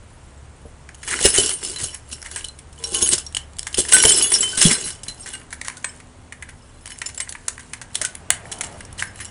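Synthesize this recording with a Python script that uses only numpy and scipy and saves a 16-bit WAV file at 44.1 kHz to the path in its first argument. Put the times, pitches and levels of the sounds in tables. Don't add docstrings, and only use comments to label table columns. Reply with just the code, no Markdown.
import sys
import numpy as np
from scipy import signal
from scipy.fft import rfft, irfft, next_fast_len
from scipy.io import wavfile
from scipy.ndimage import uniform_filter1d

SR = 44100
rng = np.random.default_rng(int(sys.argv[2]) if len(sys.argv) > 2 else 0)


def level_to_linear(level):
    exponent = np.asarray(level, float) / 20
    return 10 ** exponent


def waveform_to_disk(signal):
    frames = np.transpose(np.atleast_2d(signal))
    scaled = np.clip(frames, -1, 1) * 32767
    samples = np.round(scaled).astype(np.int16)
    wavfile.write(sys.argv[1], SR, samples)


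N = 410130

# f/Hz, relative density/dB per Hz
TRAFFIC_SPECTRUM = [(12, -36.5), (22, 0), (36, 4), (50, -7), (70, 2.5), (110, -1.5), (170, -10.5),
                    (320, -15.5), (968, -18.5), (2380, -27), (5110, -31.5), (8890, -26), (11000, -41),
                    (14300, -73)]
# t/s, mid-band gain/dB
ROAR_GAIN = [(0, 4), (2, 3), (4.9, 5.5), (6.2, 3.5), (7.4, 2.5), (8.68, 9.5), (9.3, 6)]
# t/s, mean f/Hz, rms level of the fundamental/dB
ENGINE_TRACK = [(1.2, 69.2, -49), (2, 71.8, -48), (3.7, 72.9, -45), (5.3, 70.4, -60.5), (7.2, 70, -56),
                (8.3, 84, -71), (8.78, 92.4, -66), (8.85, 93.2, -43), (9.3, 101.2, -51)]
# start t/s, end t/s, f/Hz, rms level/dB
FAR_TONES = [(2.78, 3.05, 460, -45), (2.78, 2.905, 1003, -53), (2.84, 3.05, 812, -51),
             (2.84, 2.9, 1092, -55), (2.93, 3.05, 1077, -44), (2.86, 2.97, 1358, -60),
             (2.85, 2.95, 555, -54), (5.0, 8.185, 250, -58)]
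# start t/s, end t/s, from f/Hz, to f/Hz, mean rms level/dB before the taper
FAR_GLIDE = (5.13, 5.4, 700, 830, -60)
# f/Hz, relative level/dB, relative decay time t60/s (scaled at each use)
KEY_MODES = [(1541, -19.5, 0.08), (2870, -12.5, 0.062), (2913, -11, 0.084), (3028, -10, 0.11),
             (3410, -17, 0.25), (4080, -15.5, 0.14), (4670, -14, 0.04), (5220, -10.5, 0.099),
             (5596, -12, 0.13), (6610, -13.5, 0.2), (6880, -26, 0.19), (7550, -6.5, 0.07),
             (7695, -19, 0.032), (8040, -7, 0.07), (8530, -8.5, 0.075), (9220, -7, 0.067),
             (9160, -9, 0.0578), (9600, -8, 0.074), (10120, -8, 0.22), (10440, -7.5, 0.088)]
# t/s, ringing gain/dB
KEY_FREEDOM = [(0, -3), (5.4, -1.5), (5.6, -17.5), (6.8, 5), (7.35, -14.5), (7.45, -11.5), (9.3, 2)]
# t/s, relative level/dB, duration kept up/s
HAND_JERKS = [(1.119, -24, 0.045), (1.25, -17, .02), (1.39, -19, 0.074), (1.646, -27.5, 0.056),
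              (1.828, -27, 0.0033), (2.129, -39, 0.0044), (2.33, -37.5, 0.068), (2.85, -33.5, 0.028),
              (2.96, -24.5, 0.15), (3.36, -48.5, .01), (3.6, -50, 0.14), (3.79, -29.5, 0.012),
              (3.938, -17, .27), (4.34, -19.5, 0.0091), (4.4, -28.5, 0.29), (4.639, -15.5, 0.037),
              (4.8, -29, 0.067), (5.2, -41, 0.15), (5.6, -47.5, 0.36), (6.9, -48.5, .85),
              (7.98, -39, 0.084), (8.45, -48, 0.33), (9.0, -45, 0.025), (9.2, -39, 0.0056)]
# f/Hz, relative density/dB per Hz
CRACK_SPECTRUM = [(290, -81.5), (500, -10.5), (2330, -22.5), (3170, -7), (4330, -5), (5060, -8),
                  (6140, -2.5), (9650, 1), (11000, -13), (14300, -22.5), (22000, -120)]
# f/Hz, bandwidth/Hz, relative level/dB
BODY_MODES = [(984, 69, -11.5), (1620, 160, 0), (1964, 277, 6.5), (2327, 440, 3)]
# f/Hz, decay time t60/s
YARD_DECAY = [(300, 0.17), (1500, 0.35), (4000, 0.19), (10000, 0.17)]
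# t/s, relative level/dB, f/Hz
HAND_THUMPS = [(0.655, -31.5, 467), (1.122, -33.5, 380), (1.21, -23, 490), (1.251, -5.5, 393),
               (1.339, -29.5, 467), (1.384, -12.5, 397), (1.63, -29.5, 420), (1.829, -25, 120),
               (2.122, -36, 218), (2.924, -26, 372), (3.023, -18.5, 345), (3.128, -17, 347),
               (3.784, -12, 352), (4.05, -8, 442), (4.319, -25, 377), (4.404, -24.5, 421),
               (4.579, -20, 240), (4.653, -5, 169), (4.67, -15, 407), (4.712, -17.5, 228),
               (4.778, -29, 471), (4.862, -32.5, 152), (5.079, -35, 250), (8.012, -26.5, 620),
               (8.296, -41, 580)]
# peak t/s, relative crack level/dB, relative knock level/dB,
# main 60 dB decay time/s (at least 5 ms)
CLINK_BLOWS = [(0.891, -44, -29.5, 0.029), (.947, -34, -46, .027), (1.0317, -30, -31, 0.091),
               (1.078, -23, -22, 0.22), (1.113, -21, -20, .02), (1.124, -35.5, -23, .02),
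               (1.191, -26.5, -18, .02), (1.229, -12.5, -30, 0.026), (1.494, -15, -27, .015),
               (1.631, -26.5, -53, 0.22), (1.7616, -24.5, -31, 0.047), (1.8366, -19.5, -45, 0.068),
               (2.218, -36, -36, .01), (2.2278, -28, -32.5, 0.015), (2.3151, -26, -33, 0.052),
               (2.3614, -26.5, -26, 0.18), (2.445, -25.5, -60, 0.043), (2.4863, -29.5, -58, 0.016),
               (2.59, -34.5, -43, 0.043), (2.7294, -37, -58, 0.022), (2.84, -21.5, -36, 0.054),
               (3.182, -17.5, -47, 0.065), (3.266, -28, -60, 0.015), (3.3494, -17.5, -47, 0.017),
               (3.326, -32, -55, 0.011), (3.369, -18, -29, 0.043), (3.535, -39, -59, .008),
               (3.569, -40, -55, .008), (3.5877, -24, -44, 0.0048), (3.5938, -20.5, -44, 0.0077),
               (3.631, -26, -38, 0.0068), (3.6696, -23, -20, 0.036), (3.6782, -23, -55, 0.01),
               (3.73, -28, -44, 0.029), (3.7451, -18.5, -29.5, 0.028), (3.775, -23.5, -41, 0.059),
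               (3.852, -30.5, -26, 0.036), (3.8874, -22, -27, 0.17), (3.9244, -4, -15, 0.13),
               (4.038, -14, -7.5, .033), (4.0535, -6, -19.5, 0.026), (4.32, -15, -16, 0.03),
               (4.407, -27.5, -52.5, 0.65), (4.431, -20.5, -20, 0.054), (4.5755, -16.5, -24.5, 0.33),
               (4.615, -7, -17.5, 0.14), (5.0343, -32, -45, 0.091), (5.0655, -39, -36, 0.052),
               (5.084, -29.5, -38, 0.18), (5.261, -32.5, -30.5, 0.23), (5.337, -33, -37, 0.065),
               (5.3525, -32, -29, 0.024), (5.4152, -44, -33, .028), (5.507, -34.5, -43, 0.12),
               (5.5286, -28, -23.5, 0.057), (5.615, -25.5, -24.5, 0.025), (5.6486, -30, -32, 0.2),
               (5.677, -25, -40, .01), (5.6842, -16, -16.5, 0.0099), (5.701, -30.5, -21, 0.0086),
               (5.77, -30.5, -44, 0.067), (5.8463, -16, -14.5, 0.02), (6.0027, -38, -32, .042),
               (6.3248, -31, -24.5, 0.03), (6.4255, -31.5, -24, 0.043), (6.491, -42, -32.5, 0.072),
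               (6.858, -34, -36, 0.04), (6.868, -38, -38, .01), (6.8769, -29, -31.5, 0.0045),
               (6.9053, -33, -36, 0.037), (6.92, -30.5, -31.5, .016), (6.961, -56, -38, 0.013),
               (6.9881, -35, -49, .01), (7.018, -23.5, -16.5, 0.038), (7.06, -25, -40, 0.047),
               (7.0904, -28.5, -30, .038), (7.1, -40, -36, 0.012), (7.1474, -32.5, -54, .02),
               (7.179, -25.5, -30, 0.031), (7.2033, -17, -21, 0.056), (7.2763, -56, -31.5, 0.036),
               (7.293, -23, -37.5, 0.035), (7.3254, -20, -27, 0.013), (7.353, -42, -23, .021),
               (7.4828, -10.5, -19, 0.03), (7.58, -33, -28, 0.013), (7.5948, -35.5, -32, 0.091),
               (7.735, -25, -21.5, 0.043), (7.8162, -22, -27, 0.039), (7.947, -22, -41, 0.026),
               (7.9554, -13, -25.5, 0.024), (8.0158, -14.5, -20.5, .067), (8.051, -13, -21, 0.05),
               (7.908, -55, -37, 0.017), (8.153, -28.5, -30, 0.018), (8.3052, 0.5, -8.5, 0.011),
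               (8.456, -42, -33.5, 0.022), (8.517, -23.5, -33.5, 0.13), (8.585, -31, -48, 0.022),
               (8.6109, -15, -16, 0.024), (8.636, -27.5, -32, 0.13), (8.726, -37, -46, .013),
               (8.808, -30.5, -29.5, 0.023), (8.852, -35.5, -42, .015), (8.928, -37, -53, 0.026),
               (9.0249, -20.5, -13.5, 0.017), (9.16, -34.5, -38, 0.015), (9.203, -31.5, -25.5, 0.1),
               (9.248, -33, -44, 0.086)]
TUMBLE_BLOWS = [(1.142, -24.5, -16, 0.012), (1.2152, -20.5, -33, .04), (1.2574, -7, -16, 0.097),
                (1.354, -17, -21, 0.1), (1.3812, -12, -26, 0.16), (1.516, -23, -28, 0.032),
                (1.803, -24, -30, 0.096), (1.9473, -35, -34.5, 0.12), (2.1317, -24, -56, .026),
                (2.263, -32.5, -30, 0.093), (2.95, -16.5, -55, 0.068), (3.0278, -11.5, -50, .045),
                (3.1342, -8, -24, 0.067), (3.7912, -11, -32.5, 0.088), (3.985, -29.5, -27, 0.12),
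                (4.0986, -10, -40, .028), (4.184, -26.5, -28.5, .08), (4.27, -30.5, -30.5, .035),
                (4.3537, -15.5, -35, 0.049), (4.668, -12.5, -37, 0.067), (4.715, -14, -14, .12),
                (4.88, -27, -31.5, .15), (8.9975, -26, -31, .17)]
# t/s, level/dB before decay, f/Hz, time until a touch damps it/s
FREE_RINGS = [(1.245, -17.5, 5260, 0.037), (1.246, -14, 2870, 0.023), (1.256, -12.5, 9800, .089),
              (1.273, -19.5, 8470, .036), (1.333, -22, 9780, 0.031), (1.34, -14, 8950, .029),
              (1.375, -14, 3020, 0.035), (1.428, -28, 8930, .037), (1.521, -22, 9810, .096),
              (1.533, -20, 8930, .061), (1.76, -29, 4060, .02), (1.834, -31, 9260, 0.031),
              (1.93, -36.5, 5550, 0.023), (2.127, -39, 5500, 0.024), (2.36, -27, 8150, 0.088),
              (2.443, -42, 4060, 0.024), (2.486, -33, 4100, 0.012), (2.443, -27, 2990, 0.0074),
              (2.841, -21, 5580, 0.012), (2.86, -32, 8200, .042), (2.944, -27, 6610, .06),
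              (2.943, -24, 10400, 0.074), (2.949, -20.5, 3020, 0.014), (3.026, -16, 6590, 0.031),
              (3.024, -11, 10440, .061), (3.085, -17, 8480, .036), (3.264, -28, 5590, 0.01),
              (3.783, -15.5, 8490, 0.034), (3.929, -12, 10130, 0.037), (3.933, 0, 8190, 0.06),
              (3.937, -9.5, 1520, .033), (3.992, -17.5, 5660, 0.052), (4.051, -8.5, 3080, 0.0059),
              (4.068, -9.5, 10390, 0.02), (4.081, -14, 3060, 0.036), (4.087, -17.5, 5220, .03),
              (4.094, -7, 8910, .075), (4.117, -7.5, 7640, .042), (4.138, -17, 5240, .025),
              (4.161, -14, 10440, .047), (4.183, -17, 5210, 0.018), (4.225, -20.5, 6620, 0.055),
              (4.223, -8, 10470, .104), (4.232, -26.5, 3420, 0.072), (4.317, -14.5, 9830, 0.087),
              (4.322, -9.5, 8910, .046), (4.347, -15, 5210, 0.03), (4.406, -7.5, 7660, 0.028),
              (4.428, -18.5, 9330, .08), (4.428, -15.5, 3060, 0.16), (4.53, -28.5, 1516, .08),
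              (4.571, -20.5, 8190, .033), (4.577, -29, 5610, .03), (4.577, -16, 9330, 0.022),
              (4.649, -23, 4080, 0.048), (4.651, -13.5, 3370, 0.012), (4.662, -23, 5610, .039),
              (4.726, -16.5, 8200, 0.091), (4.872, -29, 8500, 0.048), (5.08, -29.5, 4080, 0.046),
              (5.205, -31, 8510, 0.022), (5.335, -27.5, 8230, 0.075), (5.339, -30.5, 2860, 0.023),
              (5.336, -35.5, 1544, .03), (5.77, -40, 1470, 0.013), (5.842, -23.5, 8200, 0.099),
              (6.917, -37, 2980, 0.013), (6.918, -44, 5300, 0.049), (7.059, -28, 5300, .012),
              (7.059, -25.5, 7140, 0.015), (7.202, -36, 2970, 0.037), (7.217, -25, 8480, .015),
              (5.89, -39, 5300, .012), (5.89, -48, 3060, .015), (5.89, -43, 7550, .02),
              (6.93, -51, 6400, 0.039), (7.06, -34, 10340, .03), (7.147, -41, 9650, .025),
              (7.175, -23, 7600, 0.0071), (7.18, -41, 5300, 0.024), (7.293, -34, 10300, 0.022),
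              (9.076, -46, 5270, 0.029), (9.251, -44, 5640, 0.042), (1.293, -26, 5220, 0.045),
              (1.644, -32, 5260, .06), (1.837, -28, 6600, 0.024), (3.126, -25, 5200, 0.027),
              (2.842, -29, 4000, .011), (4.201, -27, 5640, .057), (4.217, -23, 8300, .049),
              (3.987, -25, 7540, .038), (4.079, -27, 4680, .05), (3.97, -26, 3440, .03),
              (8.043, -24, 1490, .012), (8.991, -27, 3080, 0.0046)]

TRAFFIC_DB = -48
RUMBLE_DB, RUMBLE_FOLLOWS = -57, 0.24
TOUCHES_PER_S = 500
JERK_RISE_DB_PER_S, SETTLE_DB_PER_S, AT_REST_DB = 247.5, 163.5, -60.5
CLINK_RISE_S, TUMBLE_RISE_S = 0.0017, 0.023
LOCK_HZ, LOCK_WIDTH_HZ = 730, 250
IN_LOCK_S, KEY_SEATED_S = 8.2, 8.8
EDGE_HZ = 11060


def evened(x):
    return x / np.sqrt(np.mean(x ** 2) + 1e-20)


def read(points, hz):
    f, value = np.transpose(points)
    return np.interp(np.log(hz + 1), np.log(f + 1), value)


def add(mix, s, sound):
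    part = mix[round(s * SR):][:len(sound)]
    part += sound[:len(part)]


def coloured(x, points):
    size = next_fast_len(len(x))
    gain = level_to_linear(read(points, np.fft.rfftfreq(size, 1 / SR)))
    return irfft(rfft(x, size) * gain, size)[:len(x)]


def mode(x, hz, width):
    r, w = np.exp(-np.pi * width / SR), 2 * np.pi * hz / SR
    return signal.lfilter([0, np.sin(w)], [1, -2 * r * np.cos(w), r * r], x)


def curve(rows):
    s, *columns = np.transpose(rows)
    return [np.interp(np.arange(N) / SR, s, c) for c in columns]


def traffic(engine_db):
    wash = level_to_linear(TRAFFIC_DB) * evened(coloured(rng.standard_normal(N), TRAFFIC_SPECTRUM))
    low = signal.sosfilt(signal.butter(2, 160, fs=SR, output="sos"), wash)
    top = signal.sosfilt(signal.butter(2, 2500, "high", fs=SR, output="sos"), wash)
    rumble = low * level_to_linear(RUMBLE_FOLLOWS * (engine_db - RUMBLE_DB))
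    roar = (wash - low - top) * level_to_linear(curve(ROAR_GAIN)[0])
    return top + rumble + roar


def engine(hz, db):
    unsteady = 1 + 0.018 * evened(uniform_filter1d(rng.standard_normal(N), 4000))
    phase = 2 * np.pi * np.cumsum(hz * unsteady) / SR
    return np.sqrt(2) * level_to_linear(db) * (np.sin(phase) + level_to_linear(-12.0) * np.sin(2 * phase))


def far_tones():
    out = np.zeros(N)
    for start, end, hz, db in FAR_TONES:
        t = np.arange(round((end - start) * SR)) / SR
        taper = signal.windows.tukey(len(t), .25)
        add(out, start, np.sqrt(2) * level_to_linear(db) * taper * np.sin(2 * np.pi * hz * t))
    return out


def far_glide():
    out = np.zeros(N)
    start, end, from_hz, to_hz, db = FAR_GLIDE
    u = np.linspace(0, 1, round((end - start) * SR))
    waver = evened(uniform_filter1d(rng.standard_normal(len(u)), 900))
    hz = from_hz + (to_hz - from_hz) * np.sin(np.pi / 2 * u) + 14 * waver
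    level = np.sqrt(2) * level_to_linear(db + 2 * waver[::-1]) * signal.windows.tukey(len(u), .4)
    add(out, start, level * np.sin(2 * np.pi * np.cumsum(hz) / SR))
    return out


def street():
    hz, db = curve(ENGINE_TRACK)
    return traffic(db) + engine(hz, db) + far_tones() + far_glide()


def touches(level, per_s, sustain):
    at = np.flatnonzero(rng.random(N) < per_s / SR)
    size = level_to_linear(4.0 * np.minimum(rng.exponential(1, len(at)), 4))
    size *= level[at] / np.sqrt(np.mean(size ** 2) * per_s)
    keys, train = np.zeros(N), np.zeros(N)
    for hz, db, t60 in KEY_MODES:
        train[at] = size * rng.standard_normal(len(at)) ** 3
        keys += level_to_linear(db) * mode(train, hz, 2.47 / (sustain * t60))
    train[at] = size
    decay = signal.lfilter([1], [1, -np.exp(-1 / (0.00072 * SR))], train)
    return coloured(rng.standard_normal(N) * decay, CRACK_SPECTRUM), keys


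def shaking():
    t, power = np.arange(0, N + 64, 64) / SR, level_to_linear(2 * AT_REST_DB)
    for s, db, kept in HAND_JERKS:
        rise_lack = JERK_RISE_DB_PER_S * np.maximum(s - t, 0)
        settle_lack = SETTLE_DB_PER_S * np.maximum(t - s - kept, 0)
        power = power + level_to_linear(2 * (db - rise_lack - settle_lack))
    return np.interp(np.arange(N) / SR, t, np.sqrt(power))


def rattle():
    shake = shaking()
    ticks, keys = touches(shake, TOUCHES_PER_S, 0.63)
    noise = rng.standard_normal(N)
    singing = evened(sum(level_to_linear(db) * mode(noise, hz, 64) for hz, db, t60 in KEY_MODES))
    scrape = level_to_linear(-12.5) * evened(coloured(noise, CRACK_SPECTRUM)) + level_to_linear(-11) * singing
    rub = evened(mode(mode(rng.standard_normal(N), 391, 169), 391, 169))
    taps = (rng.random(N) < 60 / SR) * rng.standard_normal(N)
    knocks = evened(sum(level_to_linear(db) * mode(taps * rng.random(N), hz, w) for hz, w, db in BODY_MODES))
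    hand = level_to_linear(-16) * rub + level_to_linear(-16.5) * knocks + lock_case(level_to_linear(3))
    ringing = level_to_linear(11.5) * level_to_linear(curve(KEY_FREEDOM)[0]) * keys
    return ringing + level_to_linear(32.0) * ticks + shake * (scrape + hand)


def yard(x):
    taps = np.zeros(SR // 2)
    at = np.arange(200, len(taps) - 20, 20)
    taps[at + rng.integers(0, 20, len(at))] = rng.choice([-1., 1.], len(at))
    hz, t, z = signal.stft(taps, SR, nperseg=256)
    decay = level_to_linear(-60 * t / read(YARD_DECAY, hz)[:, None])
    tail = signal.istft(z * decay, SR, nperseg=256)[1]
    return signal.oaconvolve(x, tail / np.linalg.norm(tail))[:N]


def thumps():
    out, t = np.zeros(N), np.arange(6000) / SR
    envelope = level_to_linear(-60 * t / 0.071) * np.minimum(t / 0.0061, 1)
    push = level_to_linear(-15.5) * np.sin(2 * np.pi * 60 * t) * level_to_linear(-60 * t / 0.1)
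    for (s, db, hz), noise in zip(HAND_THUMPS, rng.standard_normal((len(HAND_THUMPS), len(t)))):
        puff = evened(mode(mode(noise, hz * 1.11, hz * 1.25), hz * 1.28, hz * 1.3))
        bump = np.sin(2 * np.pi * hz * t) + 0.74 * puff
        add(out, s - .003, level_to_linear(db) * (envelope * bump + push))
    return out


def clinks():
    out, t = np.zeros(N), np.arange(-2000, 6000) / SR
    grit, jangle = (evened(v) for v in touches(np.ones(N), 1500, 0.19))
    hiss = evened(coloured(rng.standard_normal(N), CRACK_SPECTRUM))
    knock = evened(sum(level_to_linear(db) * mode(rng.standard_normal(N), hz, w) for hz, w, db in BODY_MODES))
    knock = signal.sosfilt(signal.butter(4, 850, "high", fs=SR, output="sos"), knock)
    knock += lock_case(level_to_linear(-12.0))
    free = level_to_linear(curve(KEY_FREEDOM)[0])
    crack = level_to_linear(-13) * hiss + level_to_linear(-7.5) * grit + level_to_linear(-3) * free * jangle
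    fade = signal.windows.tukey(len(t), .2)
    hz, key_db, t60 = np.transpose(KEY_MODES)[:, :, None]
    blows = [(*row, CLINK_RISE_S) for row in CLINK_BLOWS]
    blows += [(*row, TUMBLE_RISE_S) for row in TUMBLE_BLOWS]
    chances = rng.random((len(blows), 2, len(KEY_MODES), 1))
    for (s, db, body_db, fall, rise), (weakness, phase) in zip(blows, chances):
        at = np.minimum(round(s * SR) + np.arange(-2000, 6000), N - 1)
        build = np.maximum(1 + t / rise, 0)
        blow = np.where(t < 0, build, level_to_linear(-60 * abs(t) / max(fall, .005)))
        blow += level_to_linear(-25 - 60 * abs(t) / 0.18) * (t > 0)
        lead = min(rise, .002)
        blow += level_to_linear(-5.0 - 60 * abs(t + lead) / 0.011) * (t > -lead)
        key_level = level_to_linear(key_db - 42 * weakness - 60 * abs(t) / (0.084 * t60))
        keys = key_level * np.sin(2 * np.pi * (hz * t + phase))
        ringing = level_to_linear(db - 8.0) * np.sqrt(free[at]) * (t > 0) * keys.sum(0)
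        struck = level_to_linear(db + 1.0) * crack[at] + level_to_linear(body_db - 6.5) * knock[at]
        add(out, s + t[0], fade * blow * struck + ringing)
    return out


def contacts():
    s, db, body_db, fall = np.transpose(CLINK_BLOWS)
    at = np.round((s - CLINK_RISE_S / 2) * SR).astype(int)
    side = rng.choice([-1., 1.], len(CLINK_BLOWS))
    tick, tap = np.zeros((2, N))
    tick[at], tap[at] = side * level_to_linear(db + 14), side * level_to_linear(body_db - 7.5)
    body = sum((-1) ** k * level_to_linear(db) * mode(tap, hz, w) for k, (hz, w, db) in enumerate(BODY_MODES))
    return coloured(tick, CRACK_SPECTRUM) + body


def rings():
    out, hz_of = np.zeros(N), np.transpose(KEY_MODES)[0]
    for (s, db, hz, held), phase in zip(FREE_RINGS, rng.random((len(FREE_RINGS), 1))):
        t = np.arange(round((held + .06) * SR)) / SR
        t60 = 2.7 * KEY_MODES[np.argmin(abs(hz_of - hz))][2]
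        fall_db = 60 * (t / t60 + np.maximum(t - held, 0) / 0.02)
        rise = np.minimum(t / 0.0014, 1)
        add(out, s, level_to_linear(db - fall_db) * rise * np.sin(2 * np.pi * (hz * t + phase)))
    return out


def lock_case(level):
    t = np.arange(N) / SR
    hollow = evened(mode(rng.standard_normal(N), LOCK_HZ, LOCK_WIDTH_HZ))
    return level * hollow * (t > IN_LOCK_S) * (t < KEY_SEATED_S)


def scene():
    keys = rattle() + thumps() + clinks() + contacts() + rings()
    return (street() + keys + level_to_linear(-12.0) * yard(keys))[None]


def roll_off(x):
    return signal.sosfilt(signal.butter(12, 11130, fs=SR, output="sos"), x)


def record(dry):
    low_pass = signal.firwin(401, EDGE_HZ, window=("kaiser", 8), fs=SR)
    limited = signal.oaconvolve(dry, low_pass[None], "same")
    return roll_off(np.clip(limited, -1, 1))


dry = scene()
out = record(dry)
waveform_to_disk(out)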